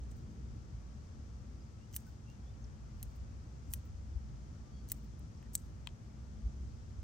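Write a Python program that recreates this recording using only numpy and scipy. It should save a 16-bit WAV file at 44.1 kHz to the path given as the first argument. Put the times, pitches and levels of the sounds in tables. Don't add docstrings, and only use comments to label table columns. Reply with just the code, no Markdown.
import sys
import numpy as np
from scipy import signal
from scipy.fft import rfft, irfft
from scipy.io import wavfile
from scipy.ndimage import uniform_filter1d

SR = 44100
rng = np.random.default_rng(int(sys.argv[2]) if len(sys.argv) > 2 else 0)


def transcribe(u):
    v = np.clip(np.atleast_2d(u).T, -1, 1)
    q = np.round(v * 32767).astype(np.int16)
    wavfile.write(sys.argv[1], SR, q)


N = 310023

# (time [s], energy [dB], colour at 2, 3, 4.3, 6.2, 11, 13 and 15 kHz
# [dB re 8 kHz, seven columns], rattle t60 [s], bounce strength [re rms 1 noise])
SNAP_BLOWS = [(1.9631, -12, -5, 2, 3, 4, 9, 11, 10, 0.028, 5.5),
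              (3.0285, -20.5, -10, -4, 0.5, 2.5, 4.5, 10, -1, 0.022, 7),
              (3.7365, -11.5, 0, 3.5, 6.5, 7.5, 15, 13.5, 13.5, 0.026, 5.1),
              (4.9181, -8.5, -10, -11, -4.5, 0.5, 2, 6, 8.5, 0.023, 3.3),
              (5.5522, -5.5, -23.5, -23, -10, -7, -12, -2.5, -10.5, 0.021, 2.46)]
SNAP_PAN_DB = 0.5


def snaps():
    return blades(SNAP_BLOWS, SNAP_PAN_DB)


# (time [s], energy [dB], low, middle and treble colour
# [dB re 8 kHz, three columns])
TICK_BLOWS = [(0.036, -47, 5, 7, -8), (0.115, -40, -6, -3, -15), (.1655, -62, -14, -11, -4),
              (1.914, -55, -13, -10, 3), (1.927, -43, -4, 4, -2), (1.929, -44, -2, 6, -3),
              (1.936, -36, 0, 15, -6), (1.942, -32.5, 10, 13, -6), (1.952, -33, -25, -10, -1),
              (2.3, -43, 4, 15, -10), (3.161, -54, -8, -5, 3), (3.706, -44, -21, -14, 0),
              (3.718, -41, -14, -8, 6), (3.7295, -31, -22, -16, 6), (4.882, -48, -15, -12, 4),
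              (4.888, -31.5, -15, 10, 9), (4.899, -31.5, -2, 13, 0), (4.902, -36, -3, 4, 2),
              (4.905, -36, 3, 0, 0), (4.9085, -40, -4, 2.5, -3), (5.1932, -43.5, -18, -15, 5),
              (5.427, -43, 15, 8, 1), (5.533, -38, -16, -13, -1.5), (5.539, -31, -25, -21, 6)]
TICK_T60_S, TICK_BOUNCE, TICK_PAN_DB = 0.018, 3.5, 1


def ticks():
    rows = []
    for s, level_db, low, mid, treble in TICK_BLOWS:
        colour = (low, low, mid - 3.0, mid, treble, treble, treble)
        rows.append((s, level_db, *colour, TICK_T60_S, TICK_BOUNCE))
    return blades(rows, TICK_PAN_DB)


# (frequency [Hz], width [Hz], lift [dB])
BLADE_MODES = [(2040, 180, 7.5), (3040, 340, 7), (4520, 406, 1.5), (6170, 500, 5), (7710, 360, 11),
               (8810, 930, 9.5), (11100, 1094, 4.5), (12900, 800, 0.5), (15140, 720, 3)]


def blades(rows, pan_db):
    out, hz = np.zeros((2, N)), np.fft.rfftfreq(2048, 1 / SR)
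    modes_db = sum(db / (1 + (2 * (hz - f) / width) ** 2) for f, width, db in BLADE_MODES)
    for s, level_db, db2, db3, db4, db6, db11, db13, db15, t60, bounce in rows:
        colour = [(500, db2 - 10.0), (2000, db2), (3000, db3), (4300, db4),
                  (5200, (db4 + db6) / 2 + 5.5), (6200, db6), (8000, 0), (11000, db11),
                  (13000, db13), (15300, db15), (16000, db15 - 11.0), (16800, db15 - 19.0)]
        response = causal(read(colour, hz) + modes_db)
        contacts = rattle(t60, alike=0.92, hard=9, bounce=bounce)
        crack = signal.fftconvolve(contacts, response, axes=1)
        add(out, s, gain_of(level_db) * crack / np.linalg.norm(crack[0]), pan_db)
    return out


RISE_S, BOUNCE_S = 0.0003, 0.0007
BODY_HZ, BODY_T60_S, BODY_LAG_S = 5820, 0.17, 0.0003


def rattle(t60, alike, hard, bounce):
    t = np.arange(2048) / SR
    both, left, right, size = rng.standard_normal((4, len(t)))
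    own = np.sqrt(1 - alike ** 2)
    contacts = np.array([both, alike * both + own * left, alike * both + own * right])
    contacts *= gain_of(2 * size) * np.minimum(t / RISE_S, 1)
    first = round(RISE_S * SR)
    contacts[:, first] = hard
    contacts[:, first + round(BOUNCE_S * SR)] = bounce
    low = signal.filtfilt(*signal.butter(N=2, Wn=BODY_HZ, fs=SR), contacts)
    body = low[1:] * gain_of(-60 * t / BODY_T60_S)
    body = np.roll(body, round(BODY_LAG_S * SR), axis=1)
    treble = contacts[0] - low[0]
    return (treble + body) * gain_of(-60 * t / max(t60, .002))


# (peak time [s], upper-mode peak [dB], rise [s],
# fall [s], lower modes [dB re upper])
RUB_STROKES = [(.114, -85, .035, .045, 11), (.166, -78, .015, .07, 3), (.32, -96, .1, .1, 12),
               (1.958, -49.5, 0.033, 0.017, -4), (1.98, -74.5, 0.014, 0.09, 7.5),
               (2.072, -75.5, 0.025, 0.095, 3), (2.298, -82, 0.018, .06, -2), (3.0, -83, 0.08, 0.054, 4),
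               (3.045, -93, 0.023, 0.13, 18.5), (3.119, -84, .05, .035, -10),
               (3.161, -70, 0.012, 0.024, -6), (3.731, -55, 0.02, .012, -4), (3.71, -81, 0.071, .05, 7),
               (3.755, -76.5, .012, 0.074, 9.5), (3.855, -75, 0.025, 0.05, -3),
               (4.914, -57, 0.035, 0.014, -1), (4.972, -77.5, .1, 0.076, 2.5),
               (5.038, -75, 0.022, .055, -7), (5.551, -55.5, 0.019, 0.0083, 3.5),
               (5.59, -84.5, 0.076, 0.08, 17), (5.676, -94, 0.089, .15, 12), (6.637, -99, 0.12, .15, 12)]
# (frequency [Hz], width before narrowing [Hz], level [dB])
RUB_MODES = [(6860, 4100, 7), (9100, 300, 9), (11500, 900, -4), (12700, 1450, -8.5)]
RUB_SWING_DB, LOWER_SHARE = 25.5, 0.72
RUB_FROM_HZ = 5000


def rub():
    t, upper, lower = np.arange(N) / SR, np.zeros(N), np.zeros(N)
    for s, level_db, rise, fall, lower_db in RUB_STROKES:
        away = np.maximum((s - t) / rise, (t - s) / fall)
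        upper += gain_of(level_db - RUB_SWING_DB * away) * (away < 1)
        lower += gain_of(level_db + lower_db - LOWER_SHARE * RUB_SWING_DB * away) * (away < 1)
    rough = uniform_filter1d(rng.standard_normal((2, N)), 90)
    fine, grit = rng.standard_normal((2, N)) * gain_of(3.4 * evened(rough))
    top = evened(resonate(resonate(fine, 15000, 1400), 15000, 1400))
    top = signal.sosfilt(signal.butter(N=12, Wn=15800, fs=SR, output="sos"), top)
    bottom = evened(ring(grit, RUB_MODES, widen=0.93))
    bottom = signal.lfilter(*signal.butter(N=4, Wn=RUB_FROM_HZ, btype="high", fs=SR), bottom)
    sound = upper * top + lower * bottom
    return np.array([sound, sound])


# (time [s], energy [dB], rattle t60 [s], left-right balance [dB])
HANDLE_TAPS = [(5.8622, -48, 0.0064, 4), (5.8715, -19, 0.016, 8.5), (5.889, -40, .006, -1)]
# (frequency [Hz], width [Hz], level [dB])
HANDLE_MODES = [(960, 250, -5.5), (2020, 140, -9), (2480, 120, -2), (3200, 280, 0.5), (4330, 900, -8),
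                (6650, 740, -20), (7540, 370, -13.5), (9270, 470, -20)]


def handle():
    out = np.zeros((2, N))
    for s, level_db, t60, pan_db in HANDLE_TAPS:
        tap = ring(rattle(t60, alike=0.7, hard=20, bounce=0), HANDLE_MODES, widen=1)
        tap = signal.lfilter(*signal.butter(N=2, Wn=550, btype="high", fs=SR), tap)
        add(out, s, gain_of(level_db) * tap / np.linalg.norm(tap[0]), pan_db)
    return out


# (frequency [Hz], phase lead of the left port [rad])
PORT_LEAD = [(0, 0), (1000, -1.5), (2000, 0), (3000, 1.2), (4500, .8), (6000, .6), (7300, 1.4), (8000, 1),
             (10000, -3.1), (12000, -6.1), (14000, -9.6), (15500, -12.6), (22050, -12.6)]


def aside(pair):
    turn = np.exp(1j * np.interp(np.fft.rfftfreq(N, 1 / SR), *np.transpose(PORT_LEAD)))
    return np.array([irfft(rfft(pair[0]) * turn, N), pair[1]])


WALL_DB, WALL_T60_S = -29, 0.024


def garden(x):
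    t = np.arange(SR // 4) / SR
    taps = rng.choice([-1., 1.], (2, len(t))) * (rng.random((2, len(t))) < .05)
    scatter = taps[0] * gain_of(-46 - 60 * t / .2) * (t > .004)
    wall_rise = np.clip((t - .0225) / 0.0022, 0, 1)
    wall = taps * gain_of(WALL_DB - 60 * (t - .0245) / WALL_T60_S) * wall_rise
    dull = signal.lfilter(*signal.butter(N=4, Wn=[4500, 9500], btype="band", fs=SR), wall)
    return signal.fftconvolve(x, scatter + dull, axes=1)[:, :N]


# (start time [s], length [s], first pitch [Hz], last pitch [Hz], level [dB],
# loudest point [share of length], flutter [dB], pitch waver [share])
BIRD_PEEPS = [(1.6, 0.035, 4850, 4980, -79, .45, 4, .006), (1.772, 0.04, 2650, 2720, -82, .4, 4, .006),
              (1.81, .05, 2700, 3050, -76.5, 0.3, 3, .008), (2.064, 0.03, 1520, 1480, -70.5, 0.35, 0, .008),
              (2.243, 0.085, 2620, 2850, -70, 0.68, 2, .004), (2.324, .05, 2790, 2750, -81, .45, 4, .004),
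              (2.401, 0.045, 3200, 3280, -85, 0.4, 5.5, .015),
              (2.443, 0.073, 3300, 3610, -80, .65, 4.5, 0.011),
              (2.617, 0.019, 5950, 6600, -74, 0.4, 3, .006),
              (2.641, 0.0082, 6500, 4130, -66, 0.25, 2, .006),
              (4.708, 0.113, 3340, 3260, -80, 0.56, 3, .005), (4.715, 0.13, 4540, 4500, -80, .45, 3, .012),
              (4.985, .025, 2900, 2820, -80, .5, 1, .006), (5.34, .06, 5700, 5700, -80, 0.49, 4.5, .03),
              (5.42, 0.017, 1840, 1840, -79, 0.41, 4, .01), (5.45, 0.032, 1880, 1850, -80, .4, 4.5, .01)]
LEAVES_ECHO_DB, LEAVES_T60_S = -5, 0.03


def bird():
    out = np.zeros(N)
    waver, flutter = (evened(uniform_filter1d(v, 200)) for v in rng.standard_normal((2, N)))
    for s, length, from_hz, to_hz, level_db, top, flutter_db, share in BIRD_PEEPS:
        at = np.arange(round(s * SR), round((s + length) * SR))
        u = np.linspace(0, 1, len(at))
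        arch = np.sin(np.pi * u ** (np.log(.5) / np.log(np.clip(top, .1, .9))))
        hz = (from_hz + (to_hz - from_hz) * u) * (1 + share * waver[at])
        level = np.sqrt(2) * gain_of(level_db + flutter_db * flutter[at]) * arch ** .8
        out[at] += level * np.sin(2 * np.pi * np.cumsum(hz) / SR)
    t = np.arange(4096) / SR
    leaves = rng.standard_normal((2, len(t))) * gain_of(-60 * t / LEAVES_T60_S)
    leaves *= gain_of(LEAVES_ECHO_DB) / np.linalg.norm(leaves[0])
    return out + signal.oaconvolve(out[None], leaves, axes=1)[:, :N]


# (start time [s], peak [dB], frequency [Hz], length [s], left-right balance [dB])
AIR_PUFFS = [(3.209, -38, 61.86, 0.026, 9), (3.676, -34.5, 61.5, 0.036, 3),
             (4.147, -30.5, 63.3, 0.037, 7.5), (6.419, -33, 56.6, 0.0556, 4), (6.452, -29, 66.6, 0.029, -2)]


def puffs():
    out = np.zeros((2, N))
    for s, peak_db, hz, length, pan_db in AIR_PUFFS:
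        t = np.arange(0, length, 1 / SR) - length / 2
        push = -gain_of(peak_db) * np.cos(2 * np.pi * hz * t) * np.cos(np.pi * t / length)
        add(out, s, np.array([push, push]), pan_db)
    return out


# (frequency [Hz], width [Hz], level [dB])
MOTOR_LINES = [(216.45, 5.4, -68.5), (1119, 3.22, -89), (1185, 6, -86.5), (1256, 3, -96.5),
               (1298, 3.7, -90), (1333, 4.6, -91)]


def hum():
    lines = [gain_of(db) * evened(resonate(rng.standard_normal(N), hz, width)) for hz, width, db in MOTOR_LINES]
    return sum(lines)


# (time [s], deep rumble level [dB], upper rumble level [dB])
TRAFFIC_LEVELS = [(0, -47, -52), (.4, -52.5, -49.5), (.9, -51, -54.5), (1.3, -53, -52.5),
                  (1.8, -54.5, -54.5), (2.3, -55, -54.5), (2.7, -51, -53), (3.1, -49, -55.5),
                  (3.5, -52.5, -53), (4, -49, -54), (4.5, -51.5, -53), (5, -54, -52.5), (5.5, -50, -52.5),
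                  (6.1, -55, -54), (6.6, -49, -52), (7.03, -48, -54)]
ENGINE_DB, ENGINE_HZ, DRIFT = 1, 61.65, 0.07065
THROB_DB, THROB_HZ = 3.5, 9.7


def drone():
    s, deep_db, _ = np.transpose(TRAFFIC_LEVELS)
    throb = evened(gain_of(THROB_DB * wander(THROB_HZ)))
    level = throb * gain_of(np.interp(np.arange(N) / SR, s, deep_db) + ENGINE_DB)
    hz = ENGINE_HZ * (1 + DRIFT * wander(3.48))
    return np.sqrt(2) * level * np.sin(2 * np.pi * np.cumsum(hz) / SR)


# (frequency [Hz], relative density [dB per Hz])
TRAFFIC_COLOUR = [(11, -57.5), (18, -28.5), (27, -13), (30, -15.5), (40, -6), (49, -4.5), (65, -4.5),
                  (92, -6.5), (121, -8), (188, -18.5), (221, -14), (242, -20.5), (284, -23.5), (370, -28),
                  (600, -32.5), (780, -65), (1320, -120)]
HISS_COLOUR = [(260, -31), (450, -2), (490, -0.5), (745, -3.5), (842, -3.5), (1230, -9), (1330, -6.5),
               (1580, -10), (2400, -15.5), (3870, -20), (5330, -16), (6330, -15.5), (8500, -26),
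               (11000, -57.5), (18700, -120)]
WIND_COLOUR = [(25, -34.5), (40, -11.5), (60, -5), (90, 8.5), (150, -21.5), (300, -20.5), (600, -76.5)]
FIZZ_COLOUR = [(6500, -33), (8000, 1.5), (10000, -2.5), (12000, -5), (13000, -10), (14000, -15.5),
               (16500, -35)]
# (frequency [Hz], left-right likeness [-1 to 1])
PORT_LIKENESS = [(30, 0.53), (60, .85), (130, 0.96), (290, 0.76), (640, -0.22), (1410, -0.33), (3100, 0.31),
                 (6820, -0.02), (15000, -0.46)]
# (frequency [Hz], left-right balance [dB])
PORT_BALANCE = [(60, 0.32), (180, 2), (550, 1.5), (1650, 1), (4970, 7.9), (15000, 4.3)]
DEEP_DB, WIND_DB = -0.5, -6
TOWN_DB, LEAVES_DB, FIZZ_DB = -67.5, -72, -88
SWELL_DB = 0.35


def ambience():
    hz, t = np.fft.rfftfreq(N, 1 / SR), np.arange(N) / SR
    left, other, near, *wind = rfft(rng.standard_normal((5, N)))
    side = rfft(aside(irfft(np.array([near, near]), N)))
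    same = np.clip(read(PORT_LIKENESS, hz), -1, 1)
    lean = gain_of(read(PORT_BALANCE, hz) / 2)
    right = same * left + np.sqrt(1 - same ** 2) * other
    far = np.array([left * lean, right / lean])
    s, deep_db, upper_db = np.transpose(TRAFFIC_LEVELS)
    deep_db, upper_db = np.interp(t, s, deep_db), np.interp(t, s, upper_db)
    town_db = TOWN_DB + SWELL_DB * wander(1)
    leaves_db = LEAVES_DB + SWELL_DB * wander(1)
    # (noise, colour, from [Hz], to [Hz], level [dB])
    layers = ((far, TRAFFIC_COLOUR, 0, 95, deep_db + DEEP_DB),
              (far, TRAFFIC_COLOUR, 95, 500, upper_db),
              (far, HISS_COLOUR, 500, 3000, town_db),
              (far, HISS_COLOUR, 3000, SR, leaves_db),
              (np.array(wind), WIND_COLOUR, 0, SR, deep_db + WIND_DB),
              (side, FIZZ_COLOUR, 0, SR, FIZZ_DB))
    out = np.zeros((2, N))
    for noise, colour, lo, hi, level_db in layers:
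        band = irfft(noise * gain_of(read(colour, hz)) * (hz >= lo) * (hz < hi), N)
        out += evened(band) * gain_of(level_db)
    return out


def gain_of(db):
    return 10 ** (np.asarray(db) / 20)


def evened(x):
    return x / np.sqrt(np.mean(x ** 2) + 1e-20)


def read(points, hz):
    f, value = np.transpose(points)
    return np.interp(np.log(hz + 1), np.log(f + 1), value)


def wander(rate_hz):
    hz = np.fft.rfftfreq(N, 1 / SR)
    return evened(irfft(rfft(rng.standard_normal(N)) / (1 + (hz / rate_hz) ** 4), N))


def resonate(x, hz, width):
    r = np.exp(-np.pi * width / SR)
    pole = np.clip(r, 0, 1 - 1e-6) * np.exp(2j * np.pi * hz / SR)
    return 2 * signal.lfilter([1 - abs(pole)], [1, -pole], x).real


def ring(x, modes, widen):
    return sum((-1) ** k * gain_of(db) * resonate(x, hz, widen * width)
               for k, (hz, width, db) in enumerate(modes))


def causal(db):
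    log_gain = np.log(gain_of(np.r_[db, db[-2:0:-1]]))
    return np.fft.ifft(np.exp(np.conj(signal.hilbert(log_gain)))).real[None, :512]


def add(mix, s, pair, pan_db):
    for port, sound, db in zip(mix, pair, (pan_db / 2, -pan_db / 2)):
        part = port[round(s * SR):][:len(sound)]
        part += gain_of(db) * sound[:len(part)]


def scene():
    hits = aside(snaps() + handle())
    scissors = hits + garden(hits) + aside(ticks() + rub())
    return scissors + bird() + puffs() + hum() + drone() + ambience()


EDGE_HZ = 16500


def record(dry):
    cut = signal.sosfilt(signal.butter(N=2, Wn=38, btype="high", fs=SR, output="sos"), dry)
    band_limit = signal.firwin(511, EDGE_HZ, window=("kaiser", 9), fs=SR)
    return signal.oaconvolve(cut, band_limit[None], "same")


dry = scene()
out = record(dry)
transcribe(out)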